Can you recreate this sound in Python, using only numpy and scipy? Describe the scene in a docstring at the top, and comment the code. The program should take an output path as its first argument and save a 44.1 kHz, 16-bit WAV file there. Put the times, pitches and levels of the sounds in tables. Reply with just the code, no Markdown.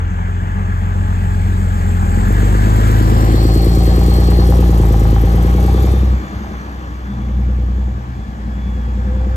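"""Roadside, on a phone: a six-cylinder diesel bus pulls away from a stop on the left, over steady traffic.
First its flank: the exhaust booms at the firing rate, each cylinder barks in its own way, gears whine,
the fan roars. From 3 s the tail swings to the front, valve leaks puff and the turbocharger whistles up.
Far off, from 6 s, the driver lifts and presses the pedal twice while another engine drones down the road.
A last tone swells as the bus pulls again."""
import sys
import numpy as np
from scipy import signal
from scipy.fft import rfft, irfft, next_fast_len
from scipy.io import wavfile
from scipy.ndimage import uniform_filter1d, map_coordinates

SR = 44100
rng = np.random.default_rng(int(sys.argv[2]) if len(sys.argv) > 2 else 0)


def waveform_to_disk(signal):
    """Save audio, clipped to [-1, 1], as 16-bit WAV at the path in sys.argv[1]."""
    frames = np.transpose(np.atleast_2d(signal))
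    scaled = np.clip(frames, -1, 1) * 32767
    samples = np.round(scaled).astype(np.int16)
    wavfile.write(sys.argv[1], SR, samples)


N = 412776

ENGINE_SPEED = [(0, 42.98), (0.45, 44.94), (1.6, 44.92), (2, 43.54), (2.13, 41.47), (2.37, 48.34),
                (2.9, 53.44), (3.2, 53.82), (4.1, 58.85), (4.63, 59.16), (4.85, 55.48), (5.12, 53.89),
                (5.3, 56.39), (5.95, 64.13), (6.2, 62.16), (6.45, 62.92), (7.2, 60.57), (7.5, 61.12),
                (8.2, 61.11), (8.42, 58.84), (8.65, 61.09), (8.87, 59.16), (9.05, 61.55), (9.36, 61.75)]  # time_s, firing_hz
FUEL = [(0, 0.91), (6.14, 0.8), (6.25, 0), (6.4, 0.01), (6.75, 0.06), (7.02, 0.12), (7.12, 0.1),
        (7.37, 0.6), (7.88, 0.52), (8, 0.09), (8.12, 0.01), (8.35, 0), (8.5, 0.3), (8.9, 0.4), (9.15, 0.54),
        (9.36, 0.51)]  # the pedal: time_s, fuel_0_to_1
BOOST = [(0, 0.99), (5.9, 0.95), (6.12, 0.18), (6.3, 0.68), (6.8, 0.24), (8.8, 0.09), (9.15, 0.33),
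         (9.36, 0.27)]  # charge pressure: time_s, boost_0_to_1
PASSING = [(0, -6, -21), (.4, -6.5, -23), (1.4, -2, -25), (1.95, -2, -36), (2.15, -1, -6.5),
           (2.4, -6.5, -1.5), (3, -2, -2.5), (3.5, -7, 0), (4.4, -48, 2.5), (4.75, -30, 2), (5.1, -33, 1.5),
           (5.5, -11, 1), (6.1, -31, 2), (9.36, -53, 4)]  # how well each end of the bus reaches the phone: time_s, flank_db, tail_db

# Mixes, a row for each part: flank_db, tail_db, no_fuel_loss_db, no_boost_loss_db
BOOM_MIX = [(-13.5, -7.5, 23, 0), (-10.5, -14.5, 27, 2.5), (-25, -20, 26.5, 13.5), (-21, -18.5, 20, 9.5),
            (-28.5, -19.5, 25, 14.5), (-27.5, -31.5, 3, 10.5), (-28.5, -24, 18, 19), (-37.5, -20, 18.5, 32),
            (-26.5, -22, 22.5, 8.5), (-37.5, -27.5, 21, 11), (-47, -21.5, 16.5, 12.5), (-41, -48, 15, 7),
            (-35.5, -33.5, 12, -0.5)]  # the boom, then its overtones
PULSE_MIX = [(-28, -22.5, 18, 7), (-34.5, -27.5, 8, 3), (-45, -23, 22, 17.5), (-46, -34, 21, 6),
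             (-55, -34.5, 11, 18)]  # thump, growl, bark, hoot, ring
KNOCK_MIX = (-61, -42, 4, 18)  # the knock alone
GEAR_MIX = [(-33, -54, 0.5, 7), (-51, -57, 0.5, 12), (-53, -52, 0.5, 12), (-55, -59, 0.5, 17)]  # timing gear mesh and its multiples
HUM_MIX = [(-31, -45, 9, 9), (-24, -45, 9, 9), (-38, -80, 0, 0), (-42, -80, 0, 0)]  # tones tied to the crank

# Overtones; the two groups of three cylinders differ, adding half orders: cycles_per_firing, crest_firings
OVERTONES = [(2, .13), (3, .014), (1.5, .44), (2.5, .76), (3.5, .46), (4, .43), (41 / 6, .55), (4.5, .51),
             (5, .46), (5.5, .53), (6, .5), (19 / 6, .5)]
STANDING_WAVES = [(65, -2), (80, 0.5), (88, 0), (108, 2), (120, -5), (135, -6.5), (155, -5), (172, 3.5),
                  (185, 0), (194, -11), (208, -0.7), (225, -7.5), (240, -11), (400, -13.5)]  # the pipe lifts some overtones: pitch_hz, gain_db
# Signed pulse strength, a row for each cylinder: thump_gain, growl_gain, bark_gain, hoot_gain, ring_gain
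CYLINDERS = [ (-1, 1, -1, 1, .13), (.16, -.05, .2, -.6, .08), (.3, -.42, .25, -.6, 1),
             (-.35, -.45, .45, .4, .18), (.7, -.58, .6, .1, .5), (.19, .5, -.25, -.2, .4)]
CYLINDER_KNOCKS = [.2, .1, 1, .7, .1, .35]  # one for each cylinder: knock_gain
GROWL_SWELL = [(0, -10), (.7, 0), (1.2, -2), (2.2, 8), (2.6, -7), (3.5, -11), (4.2, -3), (5, -6),
               (5.7, -4.5), (6, 1.1), (6.5, -0.5), (6.95, -17), (7.08, 8.5), (7.5, 2), (8.1, 0), (8.6, 5.5),
               (9.36, 0)]  # the chamber swells and sinks: time_s, gain_db
PULSE_DELAY_FIRINGS = .41  # pulses leave after the trough of the boom

# Resonances: pitch_hz, width_hz, gain_db
SILENCER = [(92, 40, 0)]  # thumps
TAIL_RING = [(774, 47, 0.5), (796.5, 65, 0)]  # before and after the tail turns to the phone
KNOCK_BAND = [(840, 690, 0)]  # sharp start of some pulses
CHAMBER = [(204.8, 14.2, 5.5), (225, 17, -5.5)]  # growls
PIPE = [(335, 110, 0)]  # barks
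BEND = [(503.4, 23.6, 22), (557, 26, -29)]  # hoots
PIPE_MOUTH = [(318, 45, 0)]  # sings
WHIRR_BAND = [(1630, 140, 0)]  # at the flank
LOUVRE_BAND = [(4340, 420, 0)]  # at the rear

WHINE_WAVER = [(0, .6), (.35, -.4), (.52, .7), (.75, -1.1), (.95, .2), (1.8, .1), (2.02, -.6), (2.13, 1.5),
               (2.3, 0), (7.1, 0), (7.25, .3), (7.45, .7), (7.63, -.7), (7.87, .2), (8.05, -.7), (8.22, .1),
               (8.33, .8), (8.45, -.3), (8.7, .3), (8.87, -.5), (9.07, .4), (9.2, -1), (9.36, 1.3)]  # the whine's pitch wavers slightly: time_s, pitch_offset as firing_hz
WHINE_SWELL = [(0, -5), (.6, -2), (.9, 1), (1.6, 1), (2.1, 4), (2.4, 2), (3.2, 1), (3.6, -6), (3.85, 4),
               (4, 3), (4.2, 0), (4.4, -5), (4.8, -7), (4.95, 2), (5.1, 2), (5.3, -4), (5.55, 4), (5.95, 5),
               (6.1, 1), (6.25, 3), (6.5, -2), (7, 0), (7.5, 1), (8.05, -4), (8.2, 1), (8.35, -2), (8.5, 3),
               (8.7, 6), (9, -3), (9.36, -4)]  # the whine sings louder at times: time_s, gain_db
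HUM_ORDERS = [25 / 6, 26 / 6, 55 / 6, 82 / 6]  # crank tones: cycles_per_firing

# Noise spectra: frequency_hz, density_db
FLANK_SPECTRUM = [(40, -20), (100, 11.5), (200, 17.5), (290, 4.5), (420, -0.5), (600, -2), (1000, 6.5),
                  (1700, 3), (2500, -8.5), (3500, -12.5), (4800, -66), (6200, -15.5), (9000, -47),
                  (16000, -41)]
GRILLE_SPECTRUM = [(40, -3), (100, 18), (300, 20), (600, 15), (950, 8), (1230, 11.5), (1500, 0), (1900, 5),
                   (2250, -2.5), (2700, -3.5), (3300, -2), (4400, -4), (6000, -8), (8000, -12),
                   (16000, -15.5)]
INTAKE_SPECTRUM = [(5000, -39.5), (6300, -10.5), (7500, 2), (8800, -6.5), (10000, -28), (12500, -9.5),
                   (16000, -36)]
TRAFFIC_SPECTRUM = [(20, -1), (60, 20), (200, 9.5), (310, 6), (450, -6), (900, -1.5), (1600, -9),
                    (2200, -17.5), (3500, -21), (5000, -26), (7500, -27), (16000, -69)]
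PUFF_SPECTRUM = [(2000, -51), (5000, 2.5), (8000, 9), (16000, 7)]

# Bands that stand out in the noise: centre_hz, width_hz, rise_db
BODY_PANELS = [(790, 60, 4), (1200, 90, 3), (1660, 140, 3), (2290, 100, 2), (3300, 90, 1), (4400, 130, 2),
               (5800, 150, 4), (6820, 140, 3), (7300, 130, 4)]
TRAFFIC_BANDS = [(767, 68, 6), (1156, 85, 5), (1695, 100, 9), (2320, 120, 5.5), (4400, 120, -9),
                 (5640, 150, 4), (6820, 140, 6.5), (7460, 130, 3.5)]

# Rise and fall of single sounds: time_s, level_db
INTAKE_LEVEL = [(0, -57.5), (.8, -52.5), (1.6, -46.5), (2.4, -40.5), (2.9, -41), (3.4, -46), (4, -44.5),
                (5, -74), (9.36, -111)]
WHIRR_LEVEL = [(0, -48), (1, -46.5), (2, -46), (2.6, -60), (3.1, -42), (3.5, -74), (9.36, -82)]
TRAFFIC_LEVEL = [(0, -34), (3, -31), (6, -35), (7, -33), (8, -30.5), (8.6, -30), (9.36, -28)]
LEAK_LEVEL = [(0, -79), (2.8, -41.5), (3.5, -37.5), (4.2, -38.5), (5.9, -43), (6.2, -69), (9.36, -96)]
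LOUVRE_LEVEL = [(0, -80), (2.9, -77), (3.4, -36), (4.4, -38), (4.8, -76), (6, -59), (9.36, -87)]
PULL_LEVEL = [(0, -84), (8.6, -80), (8.85, -48), (9.03, -48), (9.12, -35.5), (9.36, -38.5)]

BAY_ROAR = [(0, -27, -56), (.8, -27.5, -51), (1.6, -28.5, -45), (2, -26, -45.5), (2.4, -22.5, -39.5),
            (2.8, -21.5, -37), (3.2, -26, -34), (3.6, -34.5, -36), (4.4, -36.5, -36), (5.2, -28, -38.5),
            (5.9, -30.5, -37.5), (6.2, -29, -45.5), (7, -33, -50), (8, -38, -53), (9.36, -34.5, -51)]  # fan and block noise: time_s, flank_gain_db, grille_gain_db
VALVE_PUFFS = [(.2, -19), (1.151, -7.5), (2.2, -18), (3.3, -11), (4.2, -14), (5.099, -6.5)]  # leaks in one engine cycle: place_firings, gain_db
TURBO = [(3.6, 7800, -70), (3.9, 8000, -55), (4.2, 8500, -49), (4.8, 9300, -53), (5.5, 10100, -54),
         (6, 11100, -53), (6.12, 7600, -60), (6.3, 6800, -59), (6.6, 5900, -59), (6.9, 5600, -70)]  # the whistle: time_s, pitch_hz, level_db
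OTHER_ENGINE = [(0, 324, -87, -94), (6.05, 320, -62, -60), (6.2, 322, -37, -59), (6.55, 302.4, -39.5, -62),
                (6.95, 300.4, -39.5, -53), (7.1, 300.4, -45, -28), (7.4, 292, -52, -35),
                (8.15, 293, -50, -31), (8.3, 290, -94, -63), (9.36, 298, -87, -86)]  # down the road: time_s, drone_hz, drone_db, hum_db

# Bearings, as how much sooner the left microphone hears: time_s, lead_ms
EXHAUST_BEARING = [(0, 0.49), (2.5, 0.51), (3.1, 0.54), (3.6, 0.033), (4.6, 0.017), (5.4, 0.039),
                   (6.2, 0.0028), (9.36, 0.009)]
BAY_BEARING = [(0, 0.44), (2.9, 0.45), (3.5, 0.36), (5.5, .32), (6.5, 0.32), (9.36, 0.36)]  # the engine bay stays to the left
MIC_LIKENESS = [(60, 1), (400, 0.86), (1200, 0.89), (2500, 0.57), (4800, 0.31), (6500, 1), (16000, 1)]  # noise at the two microphones: frequency_hz, correlation_0_to_1
PHONE_SHADE = [(60, 0.4), (130, 1.7), (300, 1.3), (700, 2.5), (1300, 0), (2400, 3), (4400, 4.5),
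               (6500, -0.5), (16000, -0.5)]  # the phone's body shades the right one: frequency_hz, left_over_right_db


def amp(db):
    """Decibels to amplitude."""
    return 10 ** (np.asarray(db) / 20)


def unit(x):
    """Scale to rms 1."""
    return x / np.sqrt(np.mean(x ** 2) + 1e-20)


def at_frequency(points, hz):
    """Read (frequency_hz, value) points along a log axis."""
    knots_hz, values = np.transpose(points)
    return np.interp(np.log(hz + 1), np.log(knots_hz + 1), values)


def curves(rows):
    """One value per sample for each column after time_s."""
    time_s, *columns = np.transpose(rows)
    return [np.interp(np.arange(N) / SR, time_s, column) for column in columns]


def wobble(rate_hz):
    """A smooth random curve with rate_hz knots a second."""
    knots = rng.standard_normal(int(N * rate_hz / SR) + 4)
    return map_coordinates(knots, [np.arange(N) * rate_hz / SR])


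def filtered(x, response):
    """Pass x through a complex response of frequency."""
    size = next_fast_len(N + SR // 2)
    return irfft(rfft(x, size) * response(np.fft.rfftfreq(size, 1 / SR)), size)[..., :N]


def ringing(modes, stages=1):
    """Response of resonances of alternating sign, passed through stages times."""
    return lambda hz: sum((-1) ** k * amp(db) * 1j * hz * width / (pitch ** 2 - hz ** 2 + 1j * hz * width)
                          for k, (pitch, width, db) in enumerate(modes)) ** stages


def band_lift(bands):
    """Response that raises or lowers narrow bands."""
    return lambda hz: amp(sum(db / (1 + (2 * (hz - centre) / width) ** 2) for centre, width, db in bands))


def rush(spectrum, patchy_db):
    """Stereo noise of rms 1, partly alike at both microphones, with patches of random gain."""
    def mid_and_side(hz):
        angle = np.arccos(np.clip(at_frequency(MIC_LIKENESS, hz), -1, 1)) / 2
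        return amp(at_frequency(spectrum, hz)) * [np.cos(angle), np.sin(angle)]

    cells = signal.stft(rng.standard_normal((2, N)), nperseg=512)[2]
    patches = uniform_filter1d(uniform_filter1d(rng.standard_normal(cells.shape[1:]), 6, 0), 10, 1)
    pair = signal.istft(cells * amp(patchy_db * unit(patches)), nperseg=512)[1][:, :N]
    mid, side = filtered(pair, mid_and_side)
    return unit(np.array([mid + side, mid - side]))


def impulses(firings, sizes, places=range(6), scatter_db=1, jitter_s=.0001):
    """One slightly uneven impulse at each place of every six-firing cycle."""
    due = (6 * np.arange(firings[-1] // 6 + 1)[:, None] + places).ravel()
    chance = rng.standard_normal((len(due), 2))
    sample = np.interp(due, firings, np.arange(N)) + jitter_s * SR * chance[:, 0]
    strength = np.resize(sizes, len(due)) * amp(scatter_db * chance[:, 1]) * (due < firings[-1])
    return np.bincount(np.clip(sample, 0, N - 1).astype(int), strength, N)


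def heard(flank_db, tail_db, no_fuel_loss_db, no_boost_loss_db):
    """Gain of a part that sounds from flank and tail and weakens without fuel or boost."""
    (flank, tail), (fuel,), (boost,) = curves(PASSING), curves(FUEL), curves(BOOST)
    both_ends = np.hypot(amp(flank_db + flank), amp(tail_db + tail))
    return both_ends * amp(-no_fuel_loss_db * (1 - fuel) - no_boost_loss_db * (1 - boost))


def firing_rate(lift_s=6.16, swing_hz=1.2, period_s=.348, fade_s=1.6):
    """Firings a second; the driveline rocks after the first lift of the pedal."""
    t = np.maximum(np.arange(N) / SR - lift_s, 0)
    return curves(ENGINE_SPEED)[0] - swing_hz * np.exp(-t / fade_s) * np.sin(2 * np.pi * t / period_s)


def exhaust_boom(firings, sharp, rate_hz):
    """The exhaust booms at the firing rate; standing waves in the pipe favour some overtones."""
    boom = -heard(*BOOM_MIX[0]) * amp(.23 * wobble(26)) * np.cos(2 * np.pi * firings)
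    for (order, crest), mix in zip(OVERTONES, BOOM_MIX[1:]):
        pipe_db = at_frequency(STANDING_WAVES, order * rate_hz) + .69 * wobble(12)
        boom += heard(*mix) * amp(pipe_db) * np.cos(2 * np.pi * order * (sharp - crest))
    return np.sqrt(2) * boom


def silencer_thump(firings, rate_hz, sizes):
    """Dull pulses in the silencer; below 56 firings a second, the slower the engine the more they lag."""
    late = np.maximum.accumulate(firings - .66 - .075 * np.maximum(56 - rate_hz, 0))
    return unit(filtered(impulses(late, sizes), lambda hz: ringing(SILENCER)(hz) / (1 + (hz / 170) ** 6)))


def tail_ring(leaving, sizes, turn_s=3.97, turn_takes_s=.15):
    """A ring that rises slowly, as in two alike chambers in a row; higher once the tail has turned."""
    pulses = impulses(leaving, sizes, scatter_db=1.6, jitter_s=.0003)
    turned = np.clip((np.arange(N) / SR - turn_s) / turn_takes_s + .5, 0, 1)
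    return unit(sum(filtered(share * pulses, ringing([mode], stages=2))
                    for share, mode in zip([1 - turned, turned], TAIL_RING)))


def knock(leaving):
    """The sharp start of some pulses, heard in one broad band."""
    pulses = impulses(leaving, CYLINDER_KNOCKS, scatter_db=3, jitter_s=.0004)
    return unit(filtered(pulses, ringing(KNOCK_BAND, stages=2)))


def pipe_resonance(leaving, sizes, modes):
    """Round-edged gas pulses ring one part of the exhaust; little passes below its first resonance."""
    def response(hz):
        ratio = hz / modes[0][0]
        low_cut = (1j * ratio / (.6 + 1j * ratio)) ** 2
        rounding = 1 / (1 + 1j * ratio / 1.8) ** 3 / (1 + (ratio / 1.7) ** 4)
        return ringing(modes)(hz) * low_cut * rounding

    return unit(filtered(impulses(leaving, sizes), response))


def exhaust_pulses(firings, sharp, rate_hz, mouth_s=3.4, mouth_width_s=.42, mouth_db=-25):
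    """Six uneven cylinders sound each part of the exhaust; its mouth sings while it points at the phone."""
    thump, growl, bark, hoot, ring = np.transpose(CYLINDERS)
    thump_gain, growl_gain, bark_gain, hoot_gain, ring_gain = [heard(*mix) for mix in PULSE_MIX]
    mouth_gain = amp(mouth_db) * np.exp(-((np.arange(N) / SR - mouth_s) / mouth_width_s) ** 2)
    leaving = sharp - PULSE_DELAY_FIRINGS
    return (thump_gain * silencer_thump(firings, rate_hz, thump)
            + ring_gain * tail_ring(leaving, ring)
            + heard(*KNOCK_MIX) * knock(leaving)
            + growl_gain * amp(curves(GROWL_SWELL)[0]) * pipe_resonance(leaving, growl, CHAMBER)
            + bark_gain * pipe_resonance(leaving, bark, PIPE)
            + hoot_gain * pipe_resonance(leaving, hoot, BEND)
            + mouth_gain * pipe_resonance(leaving, bark, PIPE_MOUTH))


def gear_whine(firings, teeth_per_firing=18.71):
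    """The timing gears mesh with the crank; their whine wavers slightly in pitch, comes and goes."""
    cycles = teeth_per_firing * (firings + np.cumsum(curves(WHINE_WAVER)[0]) / SR)
    whine = np.zeros(N)
    for harmonic, mix in enumerate(GEAR_MIX, 1):
        gain = heard(*mix) * amp(2 * wobble(22) + 2 * wobble(6) + curves(WHINE_SWELL)[0])
        whine += gain * np.sin(2 * np.pi * harmonic * cycles + .25 * wobble(40))
    return whine


def crank_hum(firings):
    """Tones tied to the crank, heard mostly from the flank."""
    return sum(heard(*mix) * amp(2 * wobble(12)) * np.sin(2 * np.pi * order * firings + .4 * wobble(15))
               for order, mix in zip(HUM_ORDERS, HUM_MIX))


def bay_roar(sharp):
    """Fan and block noise through flank, then rear grille, chopped by the firing, coloured by panels."""
    flank_db, grille_db = curves(BAY_ROAR)
    chop_db = np.cos(2 * np.pi * sharp - .8)
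    flank = amp(flank_db - 3 + chop_db) * rush(FLANK_SPECTRUM, patchy_db=1.67)
    grille = amp(grille_db + 11 + chop_db) * rush(GRILLE_SPECTRUM, patchy_db=1.26)
    return filtered(flank + grille, band_lift(BODY_PANELS))


def intake_hiss():
    """The side intake hisses as the flank goes by."""
    return amp(curves(INTAKE_LEVEL)[0]) * rush(INTAKE_SPECTRUM, patchy_db=1.5)


def narrow_hiss(level, band, flicker_hz):
    """One flickering band of noise: the whirr at the flank or the hiss of the rear louvre."""
    gain = amp(curves(level)[0] + wobble(flicker_hz))
    return gain * unit(filtered(rng.standard_normal(N), ringing(band, stages=2)))


def traffic():
    """The street's low hum, drifting in level, with a few bands standing out."""
    gain = amp(curves(TRAFFIC_LEVEL)[0] + 1.1 * wobble(.75))
    return filtered(gain * rush(TRAFFIC_SPECTRUM, patchy_db=2), band_lift(TRAFFIC_BANDS))


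def valve_leaks(sharp, decay_s=.006):
    """Each leaking valve lets out one bright puff an engine cycle."""
    places, gain_db = np.transpose(VALVE_PUFFS)
    openings = impulses(sharp, amp(gain_db), places, scatter_db=1.8, jitter_s=.0011)
    t = np.arange(SR // 25) / SR
    envelope = signal.fftconvolve(openings, t * np.exp(-t / decay_s))[:N]
    return amp(curves(LEAK_LEVEL)[0]) * unit(envelope * rush(PUFF_SPECTRUM, patchy_db=2.5))


def turbo_whistle(fuzz_hz=115):
    """The turbocharger's fuzzy whistle climbs, then drops away at the first lift of the pedal."""
    pitch_hz, level_db = curves([(0, 7800, -110)] + TURBO + [(7.2, 5000, -110)])
    gain = amp(level_db + 4 * wobble(150))
    return gain * np.sin(2 * np.pi * np.cumsum(pitch_hz + fuzz_hz * wobble(350)) / SR)


def other_engine(hum_hz=120.7):
    """Another engine down the road: a sinking drone, then a low hum."""
    drone_hz, drone_db, hum_db = curves(OTHER_ENGINE)
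    drone = amp(drone_db + 2 * wobble(14)) * np.sin(2 * np.pi * np.cumsum(drone_hz + 9 * wobble(25)) / SR)
    hum = amp(hum_db + wobble(8.2)) * np.sin(2 * np.pi * hum_hz * np.arange(N) / SR)
    return np.sqrt(2) * (drone + hum)


def pulling_tone(firings, order=50 / 6):
    """A wavering exhaust tone swells as the distant bus pulls again."""
    gain = np.sqrt(2) * amp(curves(PULL_LEVEL)[0] + wobble(8.9))
    return gain * np.sin(2 * np.pi * order * firings + 1.3 * wobble(30))


def at_microphones(sound, lead_ms, split_hz=6900, lean_db_per_ms=.6):
    """Below the split the left microphone hears sooner and louder; above it the phase offset is fixed."""
    pair = np.broadcast_to(sound, (2, N))
    low = filtered(pair, lambda hz: 1 / (1 + (hz / split_hz) ** 12))
    sides = np.array([[-1], [1]])
    high = filtered(pair - low, lambda hz: np.exp(1j * np.pi * (hz - split_hz) / 5900 * sides))
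    left = low[0] * amp(lean_db_per_ms * lead_ms)
    right = map_coordinates(low[1], [np.arange(N) - lead_ms * SR / 1000], order=3, mode="nearest")
    return high + [left, right]


def scene():
    """From the kerb: the bus moving from left to front, traffic on the left, the other engine ahead."""
    rate_hz = firing_rate()
    firings = np.cumsum(rate_hz) / SR
    # Sharp sounds keep their own firing count: behind the boom at first, further ahead as speed rises.
    lead_s, idle_hz, settle_s = .0185, 45, 1.5
    trailing = .11 * np.clip(1 - np.arange(N) / SR / settle_s, 0, 1)
    sharp = firings + lead_s * (rate_hz - idle_hz) - trailing
    exhaust = exhaust_boom(firings, sharp, rate_hz) + exhaust_pulses(firings, sharp, rate_hz)
    exhaust += pulling_tone(firings)
    whines = gear_whine(firings) + crank_hum(firings) + turbo_whistle()
    bay = bay_roar(sharp) + intake_hiss() + valve_leaks(sharp)
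    bay += narrow_hiss(WHIRR_LEVEL, WHIRR_BAND, flicker_hz=8.8)
    bay += narrow_hiss(LOUVRE_LEVEL, LOUVRE_BAND, flicker_hz=14)
    bus = at_microphones(exhaust + whines, curves(EXHAUST_BEARING)[0])
    bus += at_microphones(bay, curves(BAY_BEARING)[0])
    return bus + at_microphones(traffic(), lead_ms=.44) + other_engine()


def record(dry, low_cut_hz=22, top_hz=15750, ceiling=1.02):
    """The phone shades its right microphone, cuts rumble, rounds off peaks and drops the very top."""
    def response(hz):
        shade = amp(at_frequency(PHONE_SHADE, hz) * np.array([[.5], [-.5]]))
        return shade * hz ** 4 / (hz ** 4 + low_cut_hz ** 4)

    shaded = filtered(dry, response)
    rounded = shaded / (1 + np.abs(shaded / ceiling) ** 6) ** (1 / 6)
    return filtered(rounded, lambda hz: hz < top_hz)


dry = scene()
out = record(dry)
waveform_to_disk(out)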